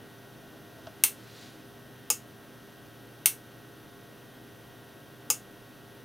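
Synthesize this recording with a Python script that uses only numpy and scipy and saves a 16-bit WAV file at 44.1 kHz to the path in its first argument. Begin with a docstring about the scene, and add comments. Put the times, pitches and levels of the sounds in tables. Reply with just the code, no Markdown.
"""A mains voltage regulator on a workbench, close up in a small room. Its transformer buzzes faintly
over the room's rumble and a distant fan. A hand slips on the case and lets go with a soft tap.
The relay pulls in: a hard snap that rings through the case, with a faint low thump. A sleeve swishes
as the arm draws back, then the relay's spring drops it out with a softer clack.
The relay pulls in and drops out once more over the hum."""
import sys
import numpy as np
from scipy import signal
from scipy.fft import rfft, irfft
from scipy.io import wavfile
from scipy.ndimage import uniform_filter1d

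SR = 44100
rng = np.random.default_rng(int(sys.argv[2]) if len(sys.argv) > 2 else 0)


def store_wav(level_fs):
    """Save 16-bit WAV to argv[1]."""
    pcm = np.round(np.clip(np.atleast_2d(level_fs), -1, 1) * 32767)
    wavfile.write(sys.argv[1], SR, pcm.T.astype(np.int16))


N = 266496
TIME = np.arange(N) / SR
HZ = np.maximum(np.fft.rfftfreq(N, 1 / SR), 1)
AGE = TIME[:SR // 2]   # seconds since a blow

# the armature hits the core: t/s, level/dB, left minus right/dB
PULL_INS = [(1.0372, -2.0, .3), (3.2579, -2.2, .3)]


def from_db(db):
    """Decibels to gain."""
    return 10 ** (np.asarray(db) / 20)


def rms_one(x):
    """Scale to unit power."""
    return x / np.sqrt(np.mean(x ** 2) + 1e-20)


def at_hz(points):
    """Read a spectrum table on a log-frequency axis."""
    hz, value = np.transpose(points)
    return np.interp(np.log(HZ), np.log(hz), value)


def fade(t60):
    """Exponential decay, 60 dB down after t60 seconds."""
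    return np.exp(-np.log(1000) * AGE / t60)


def stroke(peak_s, swell_db_per_s, release_db_per_s):
    """Gain of a rubbing movement that gathers speed up to its peak and then stops."""
    return from_db(np.minimum(swell_db_per_s * (TIME - peak_s), release_db_per_s * (peak_s - TIME)))


def add(out, s, sound):
    """Mix a stereo sound in at s seconds."""
    start = round(s * SR)
    out[:, start:start + sound.shape[1]] += sound[:, :N - start]


def highpass(x, hz, order):
    """Roll off the lows below hz."""
    return signal.sosfilt(signal.butter(order, hz, "high", fs=SR, output="sos"), x)


def resonate(x, hz, width_hz):
    """Two-pole resonance with unity gain at its peak."""
    r = np.exp(-np.pi * width_hz / SR)
    feedback = [1, -2 * r * np.cos(2 * np.pi * hz / SR), r * r]
    return signal.lfilter(np.array([1, 0, -1]) * (1 - r * r) / 2, feedback, x + 1e-18)


def response(body):
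    """Impulse response of parallel resonances, unit energy."""
    click = signal.unit_impulse(len(AGE))
    colour = sum((-1) ** k * from_db(db) * resonate(click, hz, width)
                 for k, (hz, width, db) in enumerate(body))
    return colour / np.linalg.norm(colour)


def scatter():
    """A dense train of reflections with an even spectrum; rms 1."""
    train = rng.standard_normal(len(AGE))
    for size in (2048, 512, 64):
        frames = signal.stft(train, nperseg=size)[2]
        train = signal.istft(frames / (abs(frames) + 1e-9), nperseg=size)[1][:len(AGE)]
    return rms_one(train)


def blow(paths, envelope):
    """A hit smeared in time by its many paths; it keeps the even spectrum of an impulse."""
    spectrum = rfft(paths * envelope)
    smooth_power = uniform_filter1d(abs(spectrum) ** 2, size=90)
    even = irfft(spectrum / np.sqrt(smooth_power + 1e-12), len(AGE))
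    return even * np.linalg.norm(envelope) * (AGE < AGE[-1] / 2)


def stereo_noise(spectrum):
    """Coloured noise whose stereo width varies with frequency; rms 1."""
    # likeness of left and right: f/Hz, correlation
    likeness = [(30, .05), (70, 0.96), (130, 0.57), (290, 0.67), (640, 0.76), (1400, 0.97), (3100, 1),
                (6800, 1), (9000, 0.66), (15000, 0.32)]
    alike = np.clip(at_hz(likeness), 0, 1)
    mid, side = rfft(rng.standard_normal((2, N)))
    pair = np.sqrt(1 + alike) * mid + np.sqrt(1 - alike) * side * [[1], [-1]]
    return rms_one(irfft(pair * from_db(at_hz(spectrum)), N))


def transformer(mains_hz, overtone_db, waver_db):
    """Core plates buzz on mains harmonics under a faint comb of overtones; each line wavers a little."""
    # the main lines of the buzz: f/Hz, rms level/dB
    buzz = [(100, -83), (150, -65), (200, -66), (400, -61.5), (700, -67.5), (900, -83), (1100, -72.5),
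            (1300, -72.5), (1400, -69.5), (1500, -66.5), (1600, -68), (1800, -72), (1900, -67.5),
            (2000, -83), (2800, -77), (3200, -78), (3700, -78), (3900, -78.5)]
    lines = [(round(hz / mains_hz), db) for hz, db in buzz]
    lines += [(harmonic, overtone_db + rng.normal(0, 3)) for harmonic in range(42, 110, 2)]
    knots = np.linspace(0, TIME[-1], 25)
    out = np.zeros(N)
    for harmonic, db in lines:
        gain = np.interp(TIME, knots, from_db(db + waver_db * rng.standard_normal(len(knots))))
        out += gain * np.sin(2 * np.pi * (harmonic * mains_hz * TIME + rng.random()))
    return np.sqrt(2) * out


def room_tone():
    """The bed: rumbling air, a beating low drone and thin hiss."""
    # colours of the air and of the hiss: f/Hz, relative level/dB
    air_colour = [(15, -45.5), (25, -9), (81, -11.5), (112, -1), (171, -7.5), (314, -2), (363, -11),
                  (398, -3), (429, -7.5), (479, -4.5), (845, -12), (1550, -17.5), (2000, -19.5),
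                  (2600, -47.5), (4400, -120)]
    hiss_colour = [(1500, -3.5), (2200, 2), (2650, 4.5), (3300, 5.5), (3600, 2.5), (5000, -4), (5700, -2.5),
                   (6100, 0.5), (6600, -7.5), (7800, -8), (10500, -2), (14000, -1), (16000, -5)]
    # narrow noise bands of the drone: f/Hz, width/Hz, rms level/dB
    drone_bands = [(120.4, 21, -66), (245, 25, -61), (315, 25, -62)]
    air = from_db(-54) * stereo_noise(air_colour)
    drone = sum(from_db(db) * rms_one(resonate(rng.standard_normal(N + SR), hz, width)[SR:])
                for hz, width, db in drone_bands)
    hiss = from_db(-58) * highpass(stereo_noise(hiss_colour), hz=1900, order=2)
    return air + drone + hiss


def fan(hz, level_db, wander_hz, waver_db):
    """The low tone of a distant fan, unsteady in pitch and level."""
    knots = np.linspace(0, TIME[-1], 70)
    speed, swell = (np.interp(TIME, knots, v) for v in rng.standard_normal((2, len(knots))))
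    phase = 2 * np.pi * np.cumsum(hz + wander_hz * speed) / SR
    return np.sqrt(2) * from_db(level_db + waver_db * swell) * np.sin(phase)


def fingers(grip_db, touch_t60, room_db, room_t60):
    """Fingers rub and slip on the plastic front panel, and tap it softly as they let go."""
    # resonances of the panel: f/Hz, width/Hz, relative level/dB
    panel = [(123, 50, -1), (265, 60, -6), (648, 55, 4), (1490, 190, -10), (2900, 1200, -19.5),
             (5500, 2500, -25.5)]
    # peak of each slip as the grip loosens: t/s, level/dB
    slips = [(.58, -59.5), (.86, -53)]
    # fingers leaving the case: t/s, level/dB
    taps = [(.755, -58), (.8697, -35)]
    colour = response(panel)
    grip = from_db(grip_db) * stroke(slips[-1][0], swell_db_per_s=0, release_db_per_s=150)
    swells = [from_db(db) * stroke(s, swell_db_per_s=75, release_db_per_s=150) for s, db in slips]
    friction = np.linalg.norm([grip] + swells, axis=0)
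    rub = friction * signal.fftconvolve(rng.standard_normal(N), colour)[:N]
    out = np.array([rub, rub])
    tap_envelope = np.hypot(fade(touch_t60), from_db(room_db) * fade(room_t60))
    for s, db in taps:
        tap = from_db(db) * signal.fftconvolve(blow(scatter(), tap_envelope), colour)
        add(out, s, np.array([tap, tap]))
    return out


def relay(blows, body, rings, *, rise_s, snap_s, ring_db, case_db, case_t60,
          echo_db, echo_s, room_db, room_t60, blur, variation, side_db):
    """Each snap, its rattle round the case and its room tail, coloured by the body; clear rings on top."""
    rise = 1 - np.exp(-(AGE / rise_s) ** 2)   # contact takes a fraction of a millisecond
    snap = np.exp(-(AGE / snap_s) ** 2)
    near = rise * np.hypot(snap, from_db(case_db) * fade(case_t60))
    echo = from_db(echo_db) * np.interp(AGE - echo_s, AGE, near, left=0)   # off the nearest wall
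    far = np.hypot(echo, rise * from_db(room_db) * fade(room_t60))
    # the room gathers sound from every face of the case, so its colour is more even
    colours = response(body), response([(hz, width, db * (1 - blur)) for hz, width, db in body])

    def clack(paths):
        """Direct sound plus room sound along the given pair of paths."""
        return sum(signal.fftconvolve(blow(path, envelope), colour)[:len(AGE)]
                   for path, envelope, colour in zip(paths, (near, far), colours))

    paths = scatter(), scatter()   # the same parts meet every time, so the hits sound alike
    metal = rise * sum(from_db(ring_db + db) * fade(t60) * np.sin(2 * np.pi * (hz * AGE + rng.random()))
                       for hz, db, t60 in rings)
    out = np.zeros((2, N))
    for s, level_db, pan_db in blows:
        mid = clack([path + variation * scatter() for path in paths]) + metal
        # only the shortest waves spread in stereo
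        side = from_db(side_db) * highpass(clack([scatter(), scatter()]), hz=10000, order=3)
        pan = from_db([[pan_db / 2], [-pan_db / 2]])
        add(out, s, from_db(level_db) * pan * np.array([mid + side, mid - side]))
    return out


def pull_in():
    """The armature slams onto the core: a hard, bright snap."""
    # broad resonances of relay and case, armature closed: f/Hz, width/Hz, relative level/dB
    body = [(850, 270, -18), (1500, 530, -15.5), (2170, 140, -3.5), (2700, 150, 0.5), (3080, 290, -5),
            (3770, 780, -10), (4400, 350, -6), (6100, 1200, -5.5), (8250, 350, 1.5), (9180, 450, 3),
            (9910, 410, 3), (11000, 700, -3.5), (13400, 1000, 0.5), (15300, 900, -11)]
    # rings of the case panels and relay frame: f/Hz, relative level/dB, t60/s
    rings = [ (495, -16, .09), (855, -8, .06), (6250, -12, .2), (6611, -7, .13), (8195, 3, .09),
             (9115, -3, .12), (9333, -1, .13), (9985, -1, .14), (10911, -6, .15), (12640, -6, .13),
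             (13349, 0, .13), (13710, -4, .13)]
    return relay(PULL_INS, body, rings, rise_s=.0003, snap_s=.0009, ring_db=-28,
                 case_db=-8.5, case_t60=.022, echo_db=-16, echo_s=.0098,
                 room_db=-18.5, room_t60=.18, blur=.2, variation=.4, side_db=-13)


def thump(thump_db, hz, width_hz, t60, right_gain):
    """A faint low thump under each pull-in, in opposite polarity left and right."""
    out = np.zeros((2, N))
    for s, level_db, _ in PULL_INS:
        jolt = signal.fftconvolve(blow(scatter(), fade(t60)), response([(hz, width_hz, 0)]))
        add(out, s, from_db(level_db + thump_db) * np.array([jolt, -right_gain * jolt]))
    return out


def sleeve(peak_s, level_db):
    """One soft swish as the arm draws back."""
    # cloth rubbing on cloth: f/Hz, relative level/dB
    cloth = [(300, -20), (1500, -5), (4200, 0), (8000, -11), (15000, -19)]
    swish = stroke(peak_s, swell_db_per_s=40, release_db_per_s=85)
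    return from_db(level_db) * swish * stereo_noise(cloth)


def drop_out():
    """The spring throws the armature back on its stop: a softer clack with more ring."""
    # the armature hits the stop: t/s, level/dB, left minus right/dB
    blows = [(2.1013, -16, 0.7), (5.3011, -16, 1.1)]
    # broad resonances of relay and case, armature open: f/Hz, width/Hz, relative level/dB
    body = [(456, 110, -15.5), (1180, 270, -12), (2200, 140, -11), (2620, 195, -3), (2885, 510, -7.5),
            (5290, 530, -2.5), (5600, 400, -3), (6700, 590, -0.5), (8530, 850, -5.5), (9830, 300, 0.5),
            (11500, 2300, -10.5), (13800, 900, -4.5), (15600, 430, -17)]
    # rings of the case panels and relay frame: f/Hz, relative level/dB, t60/s
    rings = [ (470, -16, .1), (505, -12, .1), (852, -3, .065), (1211, -20, .2), (1275, -10, .06),
             (4813, -9, .11), (4925, -7, .11), (5507, -10, .13), (5895, -12, .14), (6195, -5, .13),
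             (6257, -5, .14), (6582, -4, .11), (6676, -4, .13), (6741, -2, .13), (6857, -2, .1),
             (7085, -9, .13), (7548, -1, .11), (8403, -8, .12), (8558, -6, .1), (9879, -5, .12),
             (14260, -9, .13)]
    return relay(blows, body, rings, rise_s=.0004, snap_s=.0015, ring_db=-11,
                 case_db=1, case_t60=.031, echo_db=-11, echo_s=.0102,
                 room_db=-10.5, room_t60=.18, blur=.036, variation=.35, side_db=-12.5)


def scene():
    """Relay snaps and hand movements over the steady hum."""
    snaps = pull_in() + drop_out()
    low = thump(thump_db=-33, hz=60, width_hz=170, t60=.03, right_gain=.8)
    hand = fingers(grip_db=-64, touch_t60=.033, room_db=-17, room_t60=.21)
    hum = transformer(mains_hz=49.98, overtone_db=-87, waver_db=1.0)
    hum += fan(hz=120.3, level_db=-60.5, wander_hz=2.98, waver_db=1.0)
    return hum + room_tone() + hand + snaps + low + sleeve(peak_s=1.435, level_db=-52)


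def record(dry):
    """The highest peaks clip and the top end is cut steeply."""
    cutoff_hz = 15900
    clipped = np.clip(dry, -1, 1)
    return irfft(rfft(clipped) / np.sqrt(1 + (HZ / cutoff_hz) ** 160), N)


dry = scene()
out = record(dry)
store_wav(out)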